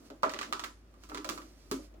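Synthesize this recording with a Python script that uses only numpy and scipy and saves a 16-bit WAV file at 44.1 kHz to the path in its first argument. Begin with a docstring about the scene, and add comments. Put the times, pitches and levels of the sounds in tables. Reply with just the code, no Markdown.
"""Cat tugging toilet paper

A cat tugs toilet paper off a wall holder in a small hard room, heard from a phone held close by.
The spindle slips and knocks in its plastic bracket: sharp pulses, with fading sine waves for bracket and wall.
Pushes of the paw drum the cardboard tube, also as fading sine waves, and each sound gets a room echo.
The roll rubs as it turns and the paper slides softly: both are coloured noise with a moving level.
Behind them lie a low house hum, a wavering sine wave, and noise for the room air and microphone hiss."""
import sys
import numpy as np
from scipy import signal
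from scipy.fft import rfft, irfft, next_fast_len
from scipy.io import wavfile
from scipy.ndimage import map_coordinates

SR = 44100
rng = np.random.default_rng(int(sys.argv[2]) if len(sys.argv) > 2 else 0)


def amplitude_ratio(level_db):
    """Convert a level in decibels to the matching linear amplitude (field) ratio."""
    exponent = np.asarray(level_db, float) / 20
    return 10 ** exponent


def to_wav(s):
    """Save 16-bit WAV."""
    ch = np.atleast_2d(s).T  # columns
    pcm = np.round(np.clip(ch, -1, 1) * 32767)  # PCM
    wavfile.write(sys.argv[1], SR, pcm.astype(np.int16))


N = 88200  # samples: two seconds

# House hum over time: (time [s], level [dB])
HUM_LEVEL = [(0, -65), (.5, -61.5), (.9, -59.5), (1.19, -58), (1.23, -60), (1.28, -57.5), (1.65, -60.5),
             (1.8, -55.5), (2, -53)]
# Tone of room air and microphone hiss: (frequency [Hz], relative level [dB])
AIR_TONE = [(20, -15), (40, -25), (75, 2), (130, -6.5), (230, -8), (350, -10), (600, -15), (1100, -17.5),
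            (2500, -22.5), (6000, -34), (10500, -49.5), (15500, -58), (16000, -78)]
# Paper sliding over time: (time [s], level [dB])
SLIDING_LEVEL = [(0.0, -66), (0.26, -81), (0.44, -62.5), (0.51, -82), (0.73, -76.5), (0.98, -75),
                 (1.06, -64.5), (1.25, -59), (1.45, -64), (1.71, -66.5), (1.87, -65), (2.0, -103)]
# Tone of the sliding paper: (frequency [Hz], relative level [dB])
PAPER_TONE = [(1000, 0.5), (3500, -0.5), (4800, 5), (6000, 3), (7500, -2.5), (12000, -9), (15500, -6),
              (15900, -45)]
# Roll rubbing on the spindle over time: (time [s], level [dB])
RUB_LEVEL = [(0.0, -59), (0.07, -61.5), (0.41, -61.5), (0.49, -50.5), (0.68, -59), (0.77, -70),
             (1.03, -62.5), (1.15, -64), (1.27, -54), (1.3, -43), (1.42, -54.5), (1.53, -65), (2.0, -62)]
# Tone of the rubbing: (frequency [Hz], relative level [dB])
RUB_TONE = [(70, -30), (130, -14.5), (200, -3.5), (270, 5), (340, 5.5), (420, -6.5), (620, -5.5),
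            (900, -20), (1250, -11), (2000, -32.5)]
# Spindle knocks: (time [s], relative crack level [dB], wall thud over it [dB],
# bracket ring over it [dB], brightness [dB per octave])
KNOCKS = [(0.1017, -44.5, 0.5, -7.5, 1.3), (0.225, -49, -20, -17, 5), (0.2324, -26, -6, 4.5, -0.1),
          (.2400, -39.5, 2.5, 4, -5), (0.251, -40.5, -16, 6, 2.5), (0.2948, -29.5, -24, -14, -0.3),
          (.3160, -40, -11, -18, 6), (0.3371, -28, -15.5, -11.5, -2), (0.3639, -35.5, -17, -17, -5),
          (0.3894, -26.5, -16, -12, -1.5), (0.4128, -27, -36, -7.5, -0.4), (0.43, -28.5, -32.5, -20, -1.7),
          (0.4458, -45, -19, -21, 2), (.5260, -23, -25, -10, 0), (0.5948, -30, -39, -8, 1.5),
          (.6380, -27.5, -60, -13.5, -2.5), (0.6425, -32, -24, -7.5, 6), (0.9406, -60, -20, -4, 5),
          (1.0364, -44.5, -19, -10, 4.3), (1.05, -59, -15, -17, 5), (1.0905, -44, -5, -11, 8.5),
          (1.097, -41.5, -7, -8.5, 2), (1.1180, -41, -0.5, -3, -12), (1.1466, -30, -7.5, -8.5, 0.5),
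          (1.1739, -31.5, -9.5, -7, -1.2), (1.2454, -30.5, -20, -11.5, 2.5), (1.259, -47, -28, -21, 4),
          (1.2908, -23, -23, -15.5, 4), (1.3770, -38.5, -16, -2.5, 3), (1.4180, -43, -13, -14.5, -1.5),
          (1.7135, -25, -2, -10.5, 5.5), (1.9399, -57, -2, -24, 1)]
# Tone of a crack: (frequency [Hz], relative level [dB])
CRACK_TONE = [(300, -18.5), (800, -23.5), (1300, 4.5), (2100, 3.5), (3200, 0), (4400, -0.5), (5600, -3.5),
              (7100, -5.5), (9000, -15.5), (12000, -20.5), (16000, -18.5)]
# Wall thump: (frequency [Hz], relative level [dB], time to fade by 60 dB [s])
WALL_MODES = [(216.6, -14.5, 0.17), (235, -8, 0.14), (267.2, -2.5, 0.15), (306.6, -2, 0.19),
              (336.5, -0.5, 0.1), (399.6, 1.5, 0.086)]
# Plastic bracket ringing: (frequency [Hz], relative level [dB], time to fade by 60 dB [s])
BRACKET_MODES = [(974, -36, 0.013), (1019.4, -4.5, 0.08), (1099, -9.5, 0.077), (1169, 0, 0.05),
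                 (1212, 7, 0.022), (1306, -0.5, 0.076), (1300, -4, 0.016), (1450, -10, 0.057),
                 (1795, -4.5, 0.022), (2090, 1, 0.015)]
# Pushes of the paw on the roll: (time [s], relative level [dB])
PUSHES = [(.103, -50.5), (.234, -33.5), (.254, -37), (.345, -47.5), (.509, -59), (1.105, -51.5),
          (1.25, -47.5), (1.715, -51), (1.79, -58.5), (1.942, -62)]
# Cardboard tube drumming: (frequency [Hz], relative level [dB], time to fade by 60 dB [s])
TUBE_MODES = [(504, -14, 0.05), (543, -11, 0.09), (564.7, 2.5, 0.076), (627, 4.5, 0.071), (696, -10, 0.085),
              (806, -7.5, 0.086), (861.6, -4.5, 0.046)]
# Echoes from near walls: (typical delay [s], typical level [dB])
NEAR_WALLS = [(.0012, -3.5), (.0023, -33), (.0032, -8.5), (.0046, -11.5), (.0077, -2), (.0092, -10)]
# Room echo: (frequency [Hz], time to fade by 60 dB [s])
ROOM_FADE = [(150, 0.26), (500, 0.22), (1200, .22), (4000, 0.25), (8000, 0.3), (11000, 0.37), (15000, 0.15)]
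# Left-right likeness of sound from all round: (frequency [Hz], likeness [0 to 1])
ALIKE = [(60, 0.66), (250, 0.96), (500, 0.64), (900, 0.017), (16000, 0.011)]
# Direct sound, left minus right: (frequency [Hz], level difference [dB])
LEFT_MINUS_RIGHT = [(300, -1.5), (620, 11.5), (1100, -6), (2500, -11), (5000, -8.5), (10000, -10.5)]

HUM_HZ, HUM_WAVER_HZ, AIR_DB = 52, 1.32, -65
CRACK_DB, THUD_DB, RING_DB = 6.5, -2.5, -4.5  # added to the knock levels
THUD_RISE_S, RING_RISE_S, PUSH_RISE_S = 0.0044, 0.00031, 0.0012
SCATTER_DB, SCATTER_T60_S = -16, 0.023  # fine reflections off the holder's own edges
CRACK_WET_DB = 5.5  # the crack spreads all round and fills the room more than the rest
ROOM_DB, ROOM_GAP_S, ROOM_LEFT_DB = 2.5, 0.0016, -2.5
# The ringing panels reach the left microphone by a longer way than the crack
LEFT_LAG_S, RING_LAG_S = 0.0001, 0.00028
LOW_CUT_HZ, TOP_HZ = 27.7, 16600


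def unit(x):
    """Scale x to an average strength (rms) of 1."""
    return x / np.sqrt(np.mean(x ** 2) + 1e-20)


def along(points, hz):
    """Read (frequency, value) points on a logarithmic frequency axis."""
    f, v = np.transpose(points)
    return np.interp(np.log(hz + 1), np.log(f + 1), v)


def curve(rows):
    """Join (time, value) points by straight lines, one value per sample."""
    s, v = np.transpose(rows)
    return np.interp(np.arange(N) / SR, s, v)


def wobble(rate):
    """A smooth random curve through `rate` random points a second."""
    return map_coordinates(rng.standard_normal(N // 400), [np.arange(N) * rate / SR])


def filtered(x, response):
    """Change the strength and phase of each frequency in x by a response."""
    m = next_fast_len(x.shape[-1] + 4096)
    spectrum = rfft(x, m) * response(np.fft.rfftfreq(m, 1 / SR))
    return irfft(spectrum, m)[..., :x.shape[-1]]


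def diffuse(pair, tone):
    """Colour two unrelated signals and mix them to the likeness of sound arriving from all round."""
    def response(hz):
        angle = np.arccos(np.clip(along(ALIKE, hz), -1, 1)) / 2
        return amplitude_ratio(along(tone, hz)) * [np.cos(angle), np.sin(angle)]
    mid, side = filtered(pair, response)
    return np.array([mid + side, mid - side])


def at_phone(x, lag_s):
    """Direct sound from the right: it reaches the left microphone later and with another tone."""
    def response(hz):
        # half of the left-right difference goes to each side
        half = amplitude_ratio(along(LEFT_MINUS_RIGHT, hz) / 2) * np.exp(-1j * np.pi * hz * lag_s)
        return np.array([half, 1 / half])
    return filtered(np.array([x, x]), response)


def causal(gain_db):
    """A pulse of energy 1 with the given tone, its energy as early as possible (minimum phase)."""
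    c = irfft(np.log(amplitude_ratio(gain_db)))
    # fold the second half of the cepstrum onto the first
    c[1:len(c) // 2] *= 2
    c[len(c) // 2 + 1:] = 0
    pulse = irfft(np.exp(rfft(c)))
    return pulse / np.linalg.norm(pulse)


def ringing(modes, t, rise_s):
    """Fading sine waves of a body struck once, each with a fresh strength and phase."""
    extra_db = rng.normal(0, 2, len(modes))[:, None]
    phase = rng.normal(0, 0.45, len(modes))[:, None]
    hz, db, t60 = np.transpose(modes)[..., None]
    waves = amplitude_ratio(db + extra_db - 60 * t / t60) * np.sin(2 * np.pi * hz * t + phase)
    return waves.sum(0) * (1 - np.exp(-(t / rise_s) ** 2))


def room(x):
    """Echo from a small hard room: fresh noise in which each frequency dies at its own speed."""
    hz, t, z = signal.stft(rng.standard_normal((2, len(x))), SR, nperseg=256)
    fading = z * amplitude_ratio(-60 * t / along(ROOM_FADE, hz)[:, None])
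    tail = signal.istft(fading, SR, nperseg=256)[1][:, :len(x)]
    tail = diffuse(tail / np.linalg.norm(tail[0]), [(150, -6.5), (400, 0), (1000, -0.28)])
    # the left side is duller, mostly above 900 Hz
    tail[0] = filtered(tail[0], lambda f: amplitude_ratio(ROOM_LEFT_DB * f ** 2 / (f ** 2 + 900 ** 2)))
    # the echo builds up just after the direct sound
    tail *= 1 - np.exp(-(np.arange(len(x)) / SR / ROOM_GAP_S) ** 2)
    return amplitude_ratio(ROOM_DB) * signal.fftconvolve(x[None], tail, axes=1)[:, :len(x)]


def background():
    """A low hum wavering in pitch and level, with steady noise for room air and microphone hiss."""
    hum_hz = HUM_HZ + HUM_WAVER_HZ * wobble(7)
    hum = np.sqrt(2) * np.sin(2 * np.pi * np.cumsum(hum_hz) / SR)
    air = unit(diffuse(rng.standard_normal((2, N)), AIR_TONE))
    return amplitude_ratio(curve(HUM_LEVEL) + 2.4 * wobble(6.23)) * hum + amplitude_ratio(AIR_DB) * air


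def paper():
    """Soft slide of tissue: uneven noise, part straight from the paper and part from all round."""
    a, b = rng.standard_normal((2, 2, N))
    near = at_phone(diffuse(a, PAPER_TONE).sum(0), LEFT_LAG_S)
    slide = unit(near + 0.9 * diffuse(b, PAPER_TONE))
    return amplitude_ratio(curve(SLIDING_LEVEL) + 3.3 * wobble(24.47)) * slide


def roll():
    """The turning roll rubs unevenly: low noise with the tone of the rubbing and a moving level."""
    rub = unit(diffuse(rng.standard_normal((2, N)), RUB_TONE))
    return amplitude_ratio(curve(RUB_LEVEL) + 1.66 * wobble(40.02)) * rub


def near_reflections(t):
    """Short paths of a crack: direct, scattered off the holder's edges, and echoed by near walls."""
    paths = amplitude_ratio(SCATTER_DB - 60 * t / SCATTER_T60_S) * rng.standard_normal(len(t))
    paths[0] = 1
    for delay_s, echo_db in NEAR_WALLS:
        place = round(delay_s * SR * rng.uniform(0.94, 1.06))
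        paths[place] += amplitude_ratio(echo_db + rng.normal(0, 2))
    return paths


def knock(db, thud_db, ring_db, tilt_db, t):
    """One slip of the spindle: a crack and a wall thump (direct, then as fed to the room), and a ring."""
    hz = np.fft.rfftfreq(1024, 1 / SR)
    tone_db = along(CRACK_TONE, hz) + tilt_db * np.log2((hz + 50) / 3000)
    pulse = amplitude_ratio(db + CRACK_DB) * causal(tone_db)[:256]
    crack = np.pad(pulse, (0, len(t) - 256))
    thud = amplitude_ratio(db + THUD_DB + thud_db) * ringing(WALL_MODES, t, THUD_RISE_S)
    ring = amplitude_ratio(db + RING_DB + ring_db) * ringing(BRACKET_MODES, t, RING_RISE_S)
    near = signal.fftconvolve(near_reflections(t), crack)[:len(t)] + thud
    return near, amplitude_ratio(CRACK_WET_DB) * crack + thud, ring


def holder():
    """Each knock cracks, rings the bracket and thumps the wall; each push drums the cardboard tube."""
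    sharp, rings, wet = np.zeros(N + SR), np.zeros(N + SR), np.zeros((2, N + SR))
    t = np.arange(SR // 2) / SR
    silence = 0 * t
    sounds = []
    for s, db in PUSHES:
        sounds.append((s, silence, silence, amplitude_ratio(db) * ringing(TUBE_MODES, t, PUSH_RISE_S)))
    for s, db, thud_db, ring_db, tilt_db in KNOCKS:
        sounds.append((s, *knock(db, thud_db, ring_db, tilt_db, t)))
    for s, near, spread, ring in sounds:
        start = round(s * SR)
        span = slice(start, start + len(t))
        sharp[span] += near
        rings[span] += ring
        wet[:, span] += room(spread + ring)
    return at_phone(sharp[:N], LEFT_LAG_S) + at_phone(rings[:N], RING_LAG_S) + wet[:, :N]


def scene():
    """All the sounds together at the phone's two microphones."""
    return background() + paper() + roll() + holder()


def top_cut(x):
    """Nothing passes above the cut-off."""
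    return signal.sosfilt(signal.butter(12, 17000, fs=SR, output="sos"), x)


def record(dry):
    """The phone's recording: the deepest bass fades out and nothing passes above the top frequency."""
    def response(hz):
        return (hz < TOP_HZ) * hz ** 4 / (hz ** 4 + LOW_CUT_HZ ** 4)
    mix = filtered(dry, response)
    return top_cut(mix)


dry = scene()
out = record(dry)
to_wav(out)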